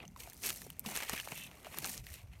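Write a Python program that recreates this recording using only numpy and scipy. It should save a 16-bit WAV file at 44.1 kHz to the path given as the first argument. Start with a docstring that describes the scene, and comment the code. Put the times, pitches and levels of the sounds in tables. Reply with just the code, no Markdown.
"""Dry grass and maize leaves are brushed and trodden close to the microphone, in an open field with no echo.
A light push at 0.2 s leads to a sharp one at 0.45 s; each is a hiss of sliding leaves, a crackle of
tiny fractures and a dull crunch, with stems snapping, hollow stalks knocking and soft thuds of soil.
A long third push starts at 0.85 s, and late in it a stiff leaf scrapes along a stalk. The fourth comes
near 1.8 s; as it dies away, the faint wind rumble swells and puffs of air strike the microphone."""
import sys
import numpy as np
from scipy import signal
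from scipy.fft import rfft, irfft, next_fast_len
from scipy.io import wavfile
from scipy.ndimage import uniform_filter1d, map_coordinates

SR = 44100
rng = np.random.default_rng(int(sys.argv[2]) if len(sys.argv) > 2 else 0)


def dump_mix(stems):
    """Bounce the given channels to the path in sys.argv[1] as a 16-bit WAV at rate SR."""
    frames = np.atleast_2d(stems).T  # one column per channel
    limited = np.clip(frames, -1, 1)  # hard clip at full scale
    pcm = np.round(limited * 32767).astype(np.int16)
    wavfile.write(sys.argv[1], SR, pcm)


N = 105840

# leaves in motion (t/s, treble level/dB, middle level/dB, crunch level/dB)
RUSTLE_LEVELS = [(0.0, -69, -52.5, -58.5), (0.05, -73, -64, -57.5), (0.07, -73.5, -72.5, -71),
                 (0.155, -75.5, -78, -72), (0.2, -51.5, -59.5, -62.5), (0.24, -55.5, -59.5, -62),
                 (0.33, -63.5, -72, -66), (0.41, -57.5, -69.5, -67), (0.45, -37, -42.5, -52),
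                 (0.5, -42, -48, -54), (0.52, -47.5, -57, -59.5), (0.6, -53.5, -63.5, -66),
                 (0.65, -56, -67.5, -65.5), (0.69, -65.5, -66.5, -69.5), (0.832, -71, -73, -68.5),
                 (0.862, -46, -52, -55), (0.93, -48.5, -48.5, -51.5), (0.965, -43, -45.5, -53.5),
                 (1.018, -51, -49, -60), (1.033, -46, -46.5, -57), (1.05, -51, -48.5, -59),
                 (1.115, -50, -49, -59.5), (1.135, -42, -40, -45.5), (1.15, -47.5, -49.5, -60),
                 (1.203, -50.5, -47, -58.5), (1.225, -53, -58.5, -66.5), (1.33, -51.5, -52.5, -53),
                 (1.36, -50.5, -53.5, -66.5), (1.46, -53.5, -61, -66.5), (1.49, -65.5, -64, -62.5),
                 (1.64, -64, -67, -62), (1.657, -62, -54.5, -55), (1.685, -61, -61, -62.5),
                 (1.775, -51.5, -52, -58), (1.83, -50, -56.5, -57.5), (1.85, -47.5, -50.5, -54.5),
                 (1.92, -43.5, -54, -59), (1.97, -52.5, -56, -59.5), (2.02, -65.5, -69.5, -72),
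                 (2.14, -54, -58, -65.5), (2.2, -63, -58.5, -68.5), (2.24, -72, -74, -68.5),
                 (2.31, -79.5, -72, -73.5), (2.335, -69.5, -61.5, -68.5), (2.4, -73, -75, -70)]
# spectra of the three rustle bands (f/Hz, level/dB)
TREBLE_SPECTRUM = [(1800, -70), (3000, -4.5), (4000, -2.5), (6000, -0.5), (9000, 0), (13000, -0.5),
                   (16000, -3)]
MIDDLE_SPECTRUM = [(600, -38.5), (1100, -5), (1600, -7.5), (2100, 3), (2750, 1.5), (3400, -6), (4300, -7.5),
                   (7000, -38)]
CRUNCH_SPECTRUM = [(120, -9), (250, 1.5), (450, -3.5), (750, 0), (1100, -7.5), (1500, -8), (2800, -51.5)]
# breaking stems (t/s, level/dB, low band/dB re treble, middle band/dB re treble, treble tilt/dB)
STEM_SNAPS = [(0.2, -46, -8, -17, -10), (0.2034, -42.5, 2, 10, 2), (0.299, -44, -10, -9, 4),
              (0.333, -45, -7, -3, 8), (0.3445, -47, -10, -7, 21), (0.4367, -38, -11, 7, -8),
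              (0.452, -37.5, -14, 12, -12), (0.4693, -35, -23, -2, 4), (0.4902, -32, -10, 8, 0),
              (0.4962, -37, -13, -11, 1), (0.5043, -31, 1, 3, 1.5), (0.5414, -41, -21.0, -16, 30),
              (0.5723, -49, -18, 3, 10), (0.618, -41.5, 1, -4, 3.5), (0.7029, -40, -8, -5, 13),
              (0.7946, -30.5, -42, -16, 17.5), (0.8619, -36.5, -37, 21.5, -23), (0.9557, -39, 7, 0, -3),
              (0.963, -31, 1, 6, -2), (0.9743, -32, 0.5, 3, -10), (1.0043, -36.5, 18.5, 15, -10),
              (1.024, -35, 17, 18, -3), (1.0337, -37.5, 14, 9, -5), (1.0959, -29, 5, -3.5, -3.5),
              (1.1368, -38, 18.5, 11, -7.0), (1.3208, -37.5, 23, 15, -3), (1.3775, -42.5, 2, 2, -4),
              (1.514, -51, 5, 14, -16), (1.6471, -45, 8, 15, -5), (1.7431, -42.5, 28, 25, -6),
              (1.7739, -42, 18, 0, -5), (1.7864, -31, -5, -1, 9), (1.8446, -32, 11.5, 12.5, -14),
              (1.8499, -42, 14, 1, -5), (1.8558, -37.5, 1, -1, -1), (1.8618, -36, 3, -10, -1.0),
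              (1.8955, -38, -17, -14.0, 2), (1.9782, -39.5, -7, -3, -13), (2.0676, -43, -7, 12, 5),
              (2.1404, -40, -23, 10, 5)]
# spectrum of splinters, duller than the break (f/Hz, level/dB)
SPLINTER_SPECTRUM = [(1000, -1), (4000, -4), (9000, -6), (15000, -22)]
# knocked hollow stalks and clods (t/s, level/dB, f/Hz, decay/cycles)
STALK_KNOCKS = [(0.0524, -48, 2870, 6.9), (0.0789, -45, 6160, 9.6), (0.1619, -42.5, 1037, 3.6),
                (.2740, -46.5, 705, 3.6), (.3215, -51.5, 1830, 2.6), (0.619, -42.5, 1970, 2.2),
                (.6650, -44.5, 450, 1.7), (0.7022, -41.5, 3000, 4.7), (0.8497, -43, 1070, 3),
                (.8600, -40, 210, 4.7), (.8870, -39.5, 810, 2.8), (.9200, -39.5, 760, 1.8),
                (1.1200, -34, 2720, 2.3), (1.1305, -39, 236, 1.06), (1.1660, -38, 2700, 4.9),
                (1.1778, -32.5, 2460, 4.9), (1.1999, -26.5, 2910, 3.4), (1.2746, -31.5, 960, 0.79),
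                (1.3203, -29, 980, 0.84), (1.3211, -42.5, 180, 0.8), (1.6680, -38, 672, 2.2),
                (1.78, -42.5, 362, 1.5), (1.8267, -45.5, 340, 1.7), (2.0676, -42, 2000, 3.5),
                (2.3265, -56, 2540, 3.8)]
# a stiff leaf dragged along a stalk (t/s, duration/s, level/dB)
LEAF_SCRAPES = [(1.197, 0.01, -42), (1.342, 0.137, -52)]
# resonances of that leaf (f/Hz, level/dB)
LEAF_MODES = [(2640, 0.5), (3100, -5), (3500, -4.5), (3960, -9)]
# weight settling on the soil (t/s, Gaussian width/s, level/dB)
SOIL_TREADS = [(0.055, 0.086, -58), (0.482, 0.1, -61), (0.687, 0.041, -57.5), (0.896, 0.055, -53.5),
               (1.43, 0.082, -59), (1.838, 0.11, -55.5)]
# wind on the microphone (t/s, level/dB)
WIND_LEVELS = [(0, -59), (1.4, -62.5), (1.96, -59), (2.04, -48.5), (2.15, -55.5), (2.4, -54.5)]
# puffs of air that rock the diaphragm (t/s, level/dB, f/Hz)
AIR_PUFFS = [(2.002, -43.5, 52.3), (2.089, -46, 77), (2.245, -42.5, 94.5)]
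# spectra of the soil's thud, the wind's rumble and the field's hush (f/Hz, level/dB)
SOIL_SPECTRUM = [(40, -32), (90, -6.5), (140, 6.5), (210, 4), (280, -3), (500, -50.5)]
RUMBLE_SPECTRUM = [(15, -45), (42, -7), (64, 0.5), (90, -5), (130, -7.5), (200, -20), (700, -57)]
HUSH_SPECTRUM = [(100, 13), (400, 14), (1000, 5), (2500, -26), (5000, 12), (16000, -15)]
# frequency response of the microphone (f/Hz, gain/dB)
MICROPHONE_RESPONSE = [(3000, -0.5), (3600, -1.5), (4300, 0), (4900, -2), (5900, 2), (7400, 0), (9400, 2),
                       (10400, -3), (11400, 2.5), (12600, 0.5), (14000, 1.5), (16000, -9)]


def leaves():
    """Brief fractures are broadband, so three bands share them; each adds its own grains and ticks."""
    treble_db, middle_db, crunch_db = curves(RUSTLE_LEVELS)
    shared = fractures(rate=450, spread_db=7.5, life_s=0.0042)
    prickles = fractures(rate=700, spread_db=9.5, life_s=0.00036)
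    treble = friction(shared + 0.41 * prickles, hiss_db=-3, spectrum=TREBLE_SPECTRUM)
    treble += 0.32 * ticks(rate=270, hz=7460, octaves=1.926, cycles=12, spread_db=5.5)
    crackles = fractures(rate=430, spread_db=5.5, life_s=0.0039)
    middle = friction(1.2 * shared + crackles, hiss_db=-10, spectrum=MIDDLE_SPECTRUM)
    middle += 0.65 * ticks(rate=240, hz=2390, octaves=1.1, cycles=6.4, spread_db=6.5)
    grains = fractures(rate=190, spread_db=-1.5, life_s=0.00039)
    crunch = friction(0.56 * shared + grains, hiss_db=0.5, spectrum=CRUNCH_SPECTRUM)
    crunch += 0.65 * ticks(rate=110, hz=653.5, octaves=1.78, cycles=4.9, spread_db=0.5)
    bands = (treble_db - 0.08, treble), (middle_db, middle), (crunch_db, crunch)
    return sum(amp(db) * unit(band) for db, band in bands)


def fractures(rate, spread_db, life_s):
    """Tiny fractures form a Poisson process of decaying pulses; returns their power, mean near 1."""
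    energy = amp(spread_db * np.minimum(rng.standard_normal(N), 2)) ** 2
    hits = energy * (rng.random(N) < rate / SR)
    power = signal.lfilter([1], [1, -np.exp(-2 / (life_s * SR))], hits)
    local_mean = np.abs(uniform_filter1d(power, size=2600))
    return power / (local_mean + power.mean() / 20)


def friction(grain_power, hiss_db, spectrum):
    """Incoherent sources add in power: fracture grains over a smooth sliding hiss, rms 1."""
    envelope = np.sqrt(grain_power + amp(hiss_db) ** 2)
    return unit(coloured(rng.standard_normal(N) * envelope, spectrum))


def ticks(rate, hz, octaves, cycles, spread_db):
    """Loose bits of straw tick in damped free vibration, each at its own natural frequency; rms 1."""
    count, t = int(rate * N / SR), np.arange(SR // 50) / SR
    jitter, pitch = rng.random((count, 2)).T
    starts = (np.linspace(0, N, count) + jitter * SR / rate).astype(int)
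    turns = hz * 2 ** (octaves * (pitch[:, None] - .5)) * t
    size = amp(spread_db * np.minimum(rng.standard_normal((count, 1)), 2))
    rings = size * np.sin(2 * np.pi * turns) * np.exp(-turns / cycles)
    samples = starts[:, None] + np.arange(len(t))
    return unit(np.bincount(samples.ravel(), rings.ravel())[:N])


def stems():
    """Brittle fracture: each stem radiates an impulsive crack and a short spray of splinters."""
    break_decay_s, splinter_decay_s, level_window_s = 0.00043, 0.0075, 0.0025
    track, t = np.zeros(N), np.arange(SR // 20) / SR
    for s, db, low, middle, tilt in STEM_SNAPS:
        burst = rng.standard_normal(len(t)) * np.exp(-t / break_decay_s)
        burst[0] += 2.3  # the opening impulse
        spray = rng.standard_normal(len(t)) * np.exp(-t / splinter_decay_s)
        colour = [(80, low - 24), (350, low - 7), (900, low), (2600, middle),
                  (6500, -tilt / 2), (13000, tilt / 2)]
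        crack = coloured(burst + amp(-11) * coloured(spray, SPLINTER_SPECTRUM), colour)
        add(track, s, amp(db) * np.sqrt(level_window_s * SR) * crack / np.linalg.norm(crack))
    return track


def stalks():
    """A knocked stalk is a damped resonator whose pitch sags as it fades; dry contact adds grit."""
    rise_cycles, overtone_ratio = 0.47, 2.15
    track, t = np.zeros(N), np.arange(SR // 10) / SR
    for s, db, hz, decay_cycles in STALK_KNOCKS:
        fade = np.exp(-hz * t / decay_cycles)
        envelope = fade * (1 - np.exp(-hz * t / rise_cycles))
        sag_octaves = 2.97 / (1 + decay_cycles ** 2)  # the deadest knocks fall furthest
        phase = 2 * np.pi * np.cumsum(hz * 2 ** (sag_octaves * (fade - .5))) / SR
        tone = np.sin(phase) + amp(-16.5) * np.sin(overtone_ratio * phase)
        grit_spectrum = [(hz / 4, -10), (hz, 0), (hz * 2, 0), (hz * 10, -14)]
        grit = unit(coloured(rng.standard_normal(len(t)), grit_spectrum))
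        add(track, s, amp(db) * (envelope / envelope.max() * tone + amp(-8) * fade * grit))
    return track


def scrapes():
    """Stick-slip friction: every uneven slip of the dragged leaf excites its normal modes."""
    decay_cycles, ramp_s = 9.6, 0.006
    t, age = np.arange(N) / SR, np.arange(SR // 50) / SR
    slips = rng.standard_normal(N) * np.sqrt(fractures(rate=420, spread_db=3, life_s=0.00031))
    ring = sum((-1) ** k * amp(db) * np.sin(2 * np.pi * hz * age) * np.exp(-hz * age / decay_cycles)
               for k, (hz, db) in enumerate(LEAF_MODES))
    drag = sum(amp(db) * np.clip(np.minimum(t - s, s + length - t) / ramp_s, 0, 1)
               for s, length, db in LEAF_SCRAPES)
    return drag * unit(signal.fftconvolve(slips, ring)[:N])


def soil():
    """A gradual load excites mainly low frequencies: each tread presses a soft thud from the ground."""
    return noise(SOIL_SPECTRUM) * sum(amp(db) * gaussian(s, width) for s, width, db in SOIL_TREADS)


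def wind():
    """Turbulent pressure rocks the diaphragm in a rumble and single puffs, over the field's hush."""
    buffets_per_s, buffet_db, puff_width_cycles = 22, 2.5, 0.68
    level_db, = curves(WIND_LEVELS)
    t = np.arange(N) / SR
    buffets = map_coordinates(rng.standard_normal(200), [t * buffets_per_s])
    rumble = unit(amp(buffet_db * buffets) * noise(RUMBLE_SPECTRUM))
    puffs = sum(amp(db) * gaussian(s, puff_width_cycles / hz) * np.sin(2 * np.pi * hz * (t - s))
                for s, db, hz in AIR_PUFFS)
    return amp(level_db) * rumble + puffs + amp(-82) * noise(HUSH_SPECTRUM)


def amp(db):
    """Amplitude grows tenfold for every 20 dB."""
    return 10 ** (np.asarray(db) / 20)


def unit(x):
    """Normalisation to rms 1."""
    return x / np.sqrt(np.mean(x ** 2) + 1e-20)


def gaussian(s, width_s):
    """Gaussian envelope that peaks at time s."""
    return np.exp(-((np.arange(N) / SR - s) / width_s) ** 2 / 2)


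def curves(rows):
    """Linear interpolation of each column after the time, one value per sample."""
    times, *columns = np.transpose(rows)
    return [np.interp(np.arange(N) / SR, times, column) for column in columns]


def coloured(x, spectrum):
    """Minimum-phase filtering: folding the cepstrum makes the given response causal."""
    m = 2 * next_fast_len(len(x))
    hz, db = np.transpose(spectrum)
    gain_db = np.interp(np.log(np.fft.rfftfreq(m, 1 / SR) + 1), np.log(hz + 1), db)
    cepstrum = irfft(np.log(amp(gain_db)), m)
    cepstrum[1:m // 2] *= 2
    cepstrum[m // 2 + 1:] = 0
    return irfft(rfft(x, m) * np.exp(rfft(cepstrum)), m)[:len(x)]


def noise(spectrum):
    """Stationary noise of rms 1 with the given spectrum."""
    return unit(coloured(rng.standard_normal(N), spectrum))


def add(track, s, sound):
    """Superposition of a sound on the track at time s."""
    part = track[max(round(s * SR), 0):][:len(sound)]
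    part += sound[:len(part)]


def scene():
    """In a free field only the direct sounds add; one channel."""
    return (leaves() + scrapes() + stems() + stalks() + soil() + wind())[None]


def record(dry):
    """The microphone is a band-limited linear filter whose response ripples in the treble."""
    cutoff_hz, m = 16150, next_fast_len(N + SR // 2)
    low_pass = 1 / np.sqrt(1 + (np.fft.rfftfreq(m, 1 / SR) / cutoff_hz) ** 200)
    rippled = coloured(dry[0], MICROPHONE_RESPONSE)
    return irfft(rfft(rippled, m) * low_pass, m)[None, :N]


dry = scene()
out = record(dry)
dump_mix(out)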